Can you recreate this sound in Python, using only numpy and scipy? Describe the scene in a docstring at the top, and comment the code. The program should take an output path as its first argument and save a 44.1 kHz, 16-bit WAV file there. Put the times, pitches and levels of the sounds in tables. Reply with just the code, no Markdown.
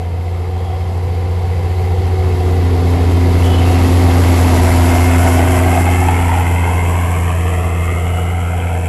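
"""A tracked snow groomer drives past on a ski slope.
Approach: the six-cylinder diesel drones and throbs, the fan roars, a hydraulic pump whines.
Abeam (3-5 s): the tracks howl, squeak and churn the snow.
Departure: the tiller roars; the exhaust rasps, hisses and howls backwards,
coloured by a sweeping echo off the snow."""
import sys
import numpy as np
from scipy import signal
from scipy.fft import rfft, irfft
from scipy.io import wavfile

SR = 44100
rng = np.random.default_rng(int(sys.argv[2]) if len(sys.argv) > 2 else 0)


def pcm_store(signal):
    """Save signal as 16-bit PCM."""
    levels = np.round(np.clip(np.atleast_2d(signal), -1, 1) * 32767)
    wavfile.write(sys.argv[1], SR, levels.astype(np.int16).T)


N = 391608
TIME = np.arange(N) / SR
HZ = np.maximum(np.arange(N // 2 + 1) * SR / N, 1)
DRIVE_M_PER_S, DISTANCE_M, STACK_ABEAM_S = 3.645, 6.14, 4.07  # straight path


def from_db(db):
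    """Decibels to gain."""
    return 10 ** (np.asarray(db) / 20)


def in_time(rows):
    """Breakpoint curve at every sample."""
    return np.interp(TIME, *np.transpose(rows))


def drift(rate_hz):
    """Slow random wander; rms 1."""
    slow = irfft(rfft(rng.standard_normal(N)) / (1 + (HZ / rate_hz) ** 2), N)
    return slow / slow.std()


def coloured(x, spectrum, band_hz):
    """Shape x by a spectrum; rms 1 inside the band."""
    hz, db = np.transpose(spectrum)
    bins = rfft(x) * from_db(np.interp(np.log(HZ), np.log(hz), db))
    bins *= np.minimum(HZ / hz[0], 1) ** 2 * np.minimum(hz[-1] / HZ, 1) ** 2
    return irfft(bins, N) / irfft(bins * (HZ > band_hz[0]) * (HZ < band_hz[1]), N).std()


def grains(per_s, spread_db):
    """Random clicks of uneven size; rms 1."""
    sizes = from_db(spread_db * np.minimum(rng.exponential(1, N), 4)) * rng.choice([-1, 1], N)
    clicks = sizes * (rng.random(N) < per_s / SR)
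    return clicks / clicks.std()


def puffs(phase, depth, sharpness):
    """Turbulence surging at each firing, a quarter cycle after the pressure crest."""
    surge = np.exp(sharpness * (np.sin(phase) - 1)) * from_db(2.5 * drift(50))
    return rng.standard_normal(N) * (1 + depth * surge)


def howl(x, centre_hz, half_width_hz, pulsing_db):
    """Narrow pulsing resonance driven by x; centre may glide; rms about 1."""
    carrier = np.exp(2j * np.pi * np.cumsum(centre_hz * np.ones(N)) / SR)
    lowpass = signal.butter(2, half_width_hz, fs=SR, output="sos")
    band = (signal.sosfilt(lowpass, x / carrier) * carrier).real
    return from_db(pulsing_db * drift(10)) * band / band.std()


def position(abeam_s):
    """Range [m] and bearing of a part: -1 coming, 0 abeam, 1 going."""
    along_m = DRIVE_M_PER_S * (TIME - abeam_s)
    range_m = np.hypot(DISTANCE_M, along_m)
    return range_m, along_m / range_m


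def pass_by(level_db, abeam_s, rear_db, off_side_db):
    """Gain of a passing part: level abeam, spreading, rearward bias, loss off broadside."""
    range_m, bearing = position(abeam_s)
    return from_db(level_db + rear_db * bearing - off_side_db * bearing ** 2) * DISTANCE_M / range_m


def snow_delay_s():
    """Lag of the stack's sound along the detour over the snow."""
    stack_height_m, mic_height_m, sound_m_per_s = 3.107, 1.18, 343
    range_m, _ = position(STACK_ABEAM_S)
    direct_m = np.hypot(range_m, stack_height_m - mic_height_m)
    bounced_m = np.hypot(range_m, stack_height_m + mic_height_m)
    return (bounced_m - direct_m) / sound_m_per_s


def snow_echo(x, dull_hz=2600):
    """Soft snow phase-shifts and dulls a grazing echo; its notches rise with range."""
    # echo, stronger behind the machine: (time [s], strength [0-1])
    echo_strength = [(1.2, 0), (2.7, .2), (4.5, 0.2), (5.7, 0.36), (7.5, 0.73)]
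    strength = in_time(echo_strength)
    reflected = irfft(rfft(x) * -1j / (1 + (HZ / dull_hz) ** 4), N)
    echo = np.interp(TIME - snow_delay_s(), TIME, reflected)
    return (x + strength * echo) / np.sqrt(1 + strength ** 2)


def panel_echoes(x, strength, count=6):
    """Short echoes off cab, blade and crane; paths shift with bearing."""
    _, bearing = position(STACK_ABEAM_S)
    out = x.copy()
    for lag_s, shift_s, sign in rng.uniform([.002, -.0004, -1], [.016, .0004, 1], (count, 3)):
        out += strength * np.sign(sign) * np.interp(TIME - lag_s - shift_s * bearing, TIME, x)
    return out / np.sqrt(1 + count * strength ** 2)


def diesel_drone(phase):
    """Firing harmonics, weak orders from unequal cylinders, pipe rumble."""
    # weak orders: (multiple of the six-firing cycle, level [dB re firing tone])
    orders = [(3, -25), (7, -35), (8, -22), (9, -38), (10, -23), (11, -28.5), (14, -43), (24, -34.5),
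              (30, -26)]
    # 2nd firing harmonic: (time [s], level [dB])
    second_level = [(0, -39.5), (2.1, -35), (2.9, -28), (6, -29), (8.1, -28), (8.88, -31.5)]
    # 3rd firing harmonic: (time [s], level [dB])
    third_level = [(0, -45.5), (1.8, -50), (2.7, -24), (3.7, -20.5), (5.3, -17), (7.4, -37), (8.88, -35.5)]
    # pipe rumble: (frequency [Hz], relative density [dB])
    rumble_spectrum = [(18, -27), (28, 0.5), (40, -9), (60, -1), (80, -1), (120, -2.5), (150, -4),
                       (200, -6.5), (300, -17.5), (600, -49)]
    firing_gain = pass_by(-10, abeam_s=3.44, rear_db=3, off_side_db=-1.23)
    throb_gain = pass_by(-26, abeam_s=2.1, rear_db=2, off_side_db=4.5)
    cycle = phase / 6
    firing = np.cos(phase) * from_db(0.28 * drift(7.8))
    fifth_order = np.cos(5 * cycle + .7 * drift(3))  # beats with the firing tone near 14 Hz
    throb = throb_gain * from_db(2 * drift(2.2)) * fifth_order
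    for order, db in orders:
        gain = from_db(db + 1.4 * drift(4))
        firing += gain * np.cos(order * cycle + rng.uniform(0, 2 * np.pi) + .5 * drift(4.4))
    second = from_db(in_time(second_level) + 0.3 * drift(5)) * np.cos(2 * phase)
    third = from_db(in_time(third_level) + 0.58 * drift(17)) * np.sin(3 * phase)
    rumble = firing_gain * from_db(-21) * coloured(rng.standard_normal(N), rumble_spectrum, (105, 160))
    return np.sqrt(2) * (firing_gain * firing + throb + second + third) + rumble


def fan(phase):
    """Air roar; pitch follows engine speed."""
    # fan noise: (frequency [Hz], relative density [dB])
    spectrum = [(200, -22), (380, -8.5), (480, 7), (545, -5.5), (610, -6), (690, 2), (752, 8.5), (850, -6),
                (990, -3), (1200, -23), (2500, -25)]
    steady = coloured(rng.standard_normal(N), spectrum, (420, 820))
    roar = np.interp(phase / phase[-1] * TIME[-1], TIME, steady)
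    roar *= from_db(1.1 * drift(3.7))
    return roar * pass_by(-29.5, abeam_s=2.6, rear_db=4, off_side_db=-7.5)


def hydraulic_pump(phase, strokes_per_firing=4.25):
    """Geared to the engine; the whine wavers under load, a thin octave beams sideways."""
    # whine: (time [s], relative level [dB])
    whine_level = [(0, -46), (.4, -37.5), (1.6, -37), (2.3, -24.5), (2.95, -34.5), (3.2, -29.5), (6, -27.5),
                   (6.8, -59), (7.5, -34), (8.88, -47)]
    piston = strokes_per_firing * phase + 0.081 * drift(2.2)
    whine = from_db(in_time(whine_level) + 0.44 + 1.06 * drift(4.8)) * np.cos(piston)
    octave = from_db(5.4 * drift(2.9)) * np.cos(2 * piston + .4 * drift(9))
    octave *= pass_by(-32.5, abeam_s=3.76, rear_db=2, off_side_db=18)
    return np.sqrt(2) * (whine + octave)


def track_howl(abeam_s=2.97, abeam_hz=419, sink_hz=81):
    """Running tracks howl; pitch sinks as they pass."""
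    _, bearing = position(abeam_s)
    band = howl(rng.standard_normal(N), abeam_hz - sink_hz * bearing, half_width_hz=37, pulsing_db=2.1)
    return band * pass_by(-29, abeam_s, rear_db=1.5, off_side_db=6.5)


def cleat_squeaks(width_hz=46):
    """Steel cleats slip on their guides and ring briefly in a narrow band."""
    # slips: (peak time [s], length [s], pitch [Hz], level [dB])
    slips = [(0.682, 0.33, 3260, -48), (2.425, 0.13, 2700, -47), (3.536, 0.19, 2996, -31),
             (3.506, 0.19, 3300, -36), (3.74, 0.3, 2690, -33.5), (8.206, 0.35, 2910, -39)]
    radius = np.exp(-np.pi * width_hz / SR)
    out = np.zeros(N)
    for peak_s, length_s, hz, db in slips:
        resonator = [1, -2 * radius * np.cos(2 * np.pi * hz / SR), radius ** 2]
        ring = signal.lfilter([1], resonator, rng.standard_normal(N))
        envelope = np.exp(-(2 * (TIME - peak_s) / length_s) ** 2)
        out += from_db(db) * envelope * ring / ring.std()
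    return out


def track_churn():
    """Cleats thud round the wheels, crush snow in dense grains and spray it sideways."""
    # cleat thuds, crushed snow: (frequency [Hz], relative density [dB])
    thud_spectrum = [(90, 8.5), (150, -9.5), (230, -1), (320, 1.5), (420, -2.5), (570, -6.5), (720, -8),
                     (1100, -10), (1600, -24), (3000, -25)]
    crunch_spectrum = [(500, -4), (1200, 8.5), (1600, 3.5), (2100, 9), (2400, -8), (3100, 3), (3700, 3),
                       (4800, 2.5), (5700, -5.5), (7000, -6), (8600, -15), (12000, -4.5)]
    # snow spray coloured by the mic's treble peaks and dip: (frequency [Hz], relative density [dB])
    spray_via_mic = [(3500, -18), (5200, -0.5), (6500, -1.5), (7750, -0.5), (8550, -8), (11000, 2),
                     (12000, 0.5)]
    thuds = coloured(grains(per_s=1200, spread_db=2), thud_spectrum, (280, 350))
    thuds *= pass_by(-26, abeam_s=4.23, rear_db=2.4, off_side_db=10.5)
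    crunch = coloured(grains(per_s=16000, spread_db=4), crunch_spectrum, (3600, 5400))
    crunch *= pass_by(-36, abeam_s=4.59, rear_db=-6, off_side_db=13.5)
    flicker = from_db(2.1 * drift(11))
    spray = flicker * coloured(grains(per_s=14000, spread_db=0.5), spray_via_mic, (7000, 12000))
    spray *= pass_by(-33, abeam_s=4.75, rear_db=0.5, off_side_db=22.5)
    return snow_echo(thuds) + panel_echoes(crunch, strength=0.26) + spray


def tiller(phase):
    """The rotor flings uneven snow loads at its hood, which shudders with the engine."""
    # hood response: (frequency [Hz], relative gain [dB])
    hood_spectrum = [(450, -12), (640, -0.5), (760, -3), (980, 3), (1150, -12), (1420, -4.5), (1700, -10),
                     (2400, -34)]
    loads = puffs(phase, depth=.7, sharpness=1.5) * from_db(1.5 * drift(25))
    hood = coloured(loads, hood_spectrum, (600, 1500))
    roar = snow_echo(panel_echoes(hood, strength=0.33))
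    return roar * pass_by(-24, abeam_s=5.14, rear_db=5.5, off_side_db=13)


def exhaust_jet(phase):
    """Each firing throws a rasp and a hiss from the stack."""
    # exhaust rasp: (frequency [Hz], relative density [dB])
    rasp_spectrum = [(500, -21), (850, -0.5), (1270, -2), (1480, -5.5), (1750, -5), (2130, 1.5), (2420, -5),
                     (2620, 0), (2850, -7), (3250, -7.5), (3700, -26), (5000, -35)]
    # exhaust hiss coloured by the mic's treble peaks and dip: (frequency [Hz], relative density [dB])
    hiss_via_mic = [(3000, -36), (4500, -22), (5600, -9), (6700, -8), (7750, 2.5), (8550, -6.5), (9300, -3),
                    (10000, -6), (11000, 1.5), (12000, -2.5)]
    bursts = puffs(phase, depth=1.1, sharpness=1.6)
    rasp = from_db(.5 * drift(7.1)) * coloured(bursts, rasp_spectrum, (1800, 3200))
    rasp *= pass_by(-29, abeam_s=4.71, rear_db=6.5, off_side_db=4)
    flutter = from_db(.6 * drift(12) + .6 * drift(2))
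    hiss = flutter * coloured(puffs(phase, depth=0.88, sharpness=0.88), hiss_via_mic, (7000, 12000))
    hiss *= pass_by(-34, abeam_s=5.13, rear_db=6.5, off_side_db=8)
    return panel_echoes(snow_echo(rasp) + hiss, strength=0.15)


def exhaust_pipe(phase, lowest_hz=696, ring_hz=2114):
    """Firings excite a howl that climbs on the way out and a metallic ring swept by the snow echo."""
    bursts = puffs(phase, depth=2, sharpness=2)
    crest_hz = 1.688 / snow_delay_s()  # near the echo's second crest
    low = howl(bursts, np.maximum(lowest_hz, crest_hz), half_width_hz=83, pulsing_db=2.3)
    low *= pass_by(-22, abeam_s=5.54, rear_db=3, off_side_db=19)
    ring = snow_echo(howl(bursts, ring_hz, half_width_hz=85, pulsing_db=2.1), dull_hz=3480)
    ring *= pass_by(-32.5, abeam_s=5.58, rear_db=2, off_side_db=6)
    return low + ring


def scene():
    """One firing phase drives engine, pump, fan and tiller; tracks add to it. 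Mono."""
    # engine speed: (time [s], firing rate [Hz])
    firing_rate = [(0.0, 86.0), (0.88, 87.9), (2.08, 88.7), (2.4, 87.0), (2.88, 86.5), (4.16, 87.3),
                   (4.48, 85.4), (5.36, 85.8), (5.68, 86.8), (7.2, 85.9), (7.28, 85.4), (8.0, 84.9),
                   (8.32, 86.7), (8.88, 85.5)]
    phase = 2 * np.pi * np.cumsum(in_time(firing_rate)) / SR
    engine = diesel_drone(phase) + hydraulic_pump(phase) + fan(phase)
    exhaust = exhaust_jet(phase) + exhaust_pipe(phase)
    tracks = track_churn() + track_howl() + cleat_squeaks()
    return (engine + exhaust + tracks + tiller(phase))[None]


def record(dry):
    """Small camera microphone: soft clip, steep low-pass."""
    ceiling, knee, cutoff_hz = .64, 8, 12100
    clipped = dry / (1 + np.abs(dry / ceiling) ** knee) ** (1 / knee)
    return signal.sosfilt(signal.ellip(12, .1, 70, cutoff_hz, fs=SR, output="sos"), clipped)


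dry = scene()
out = record(dry)
pcm_store(out)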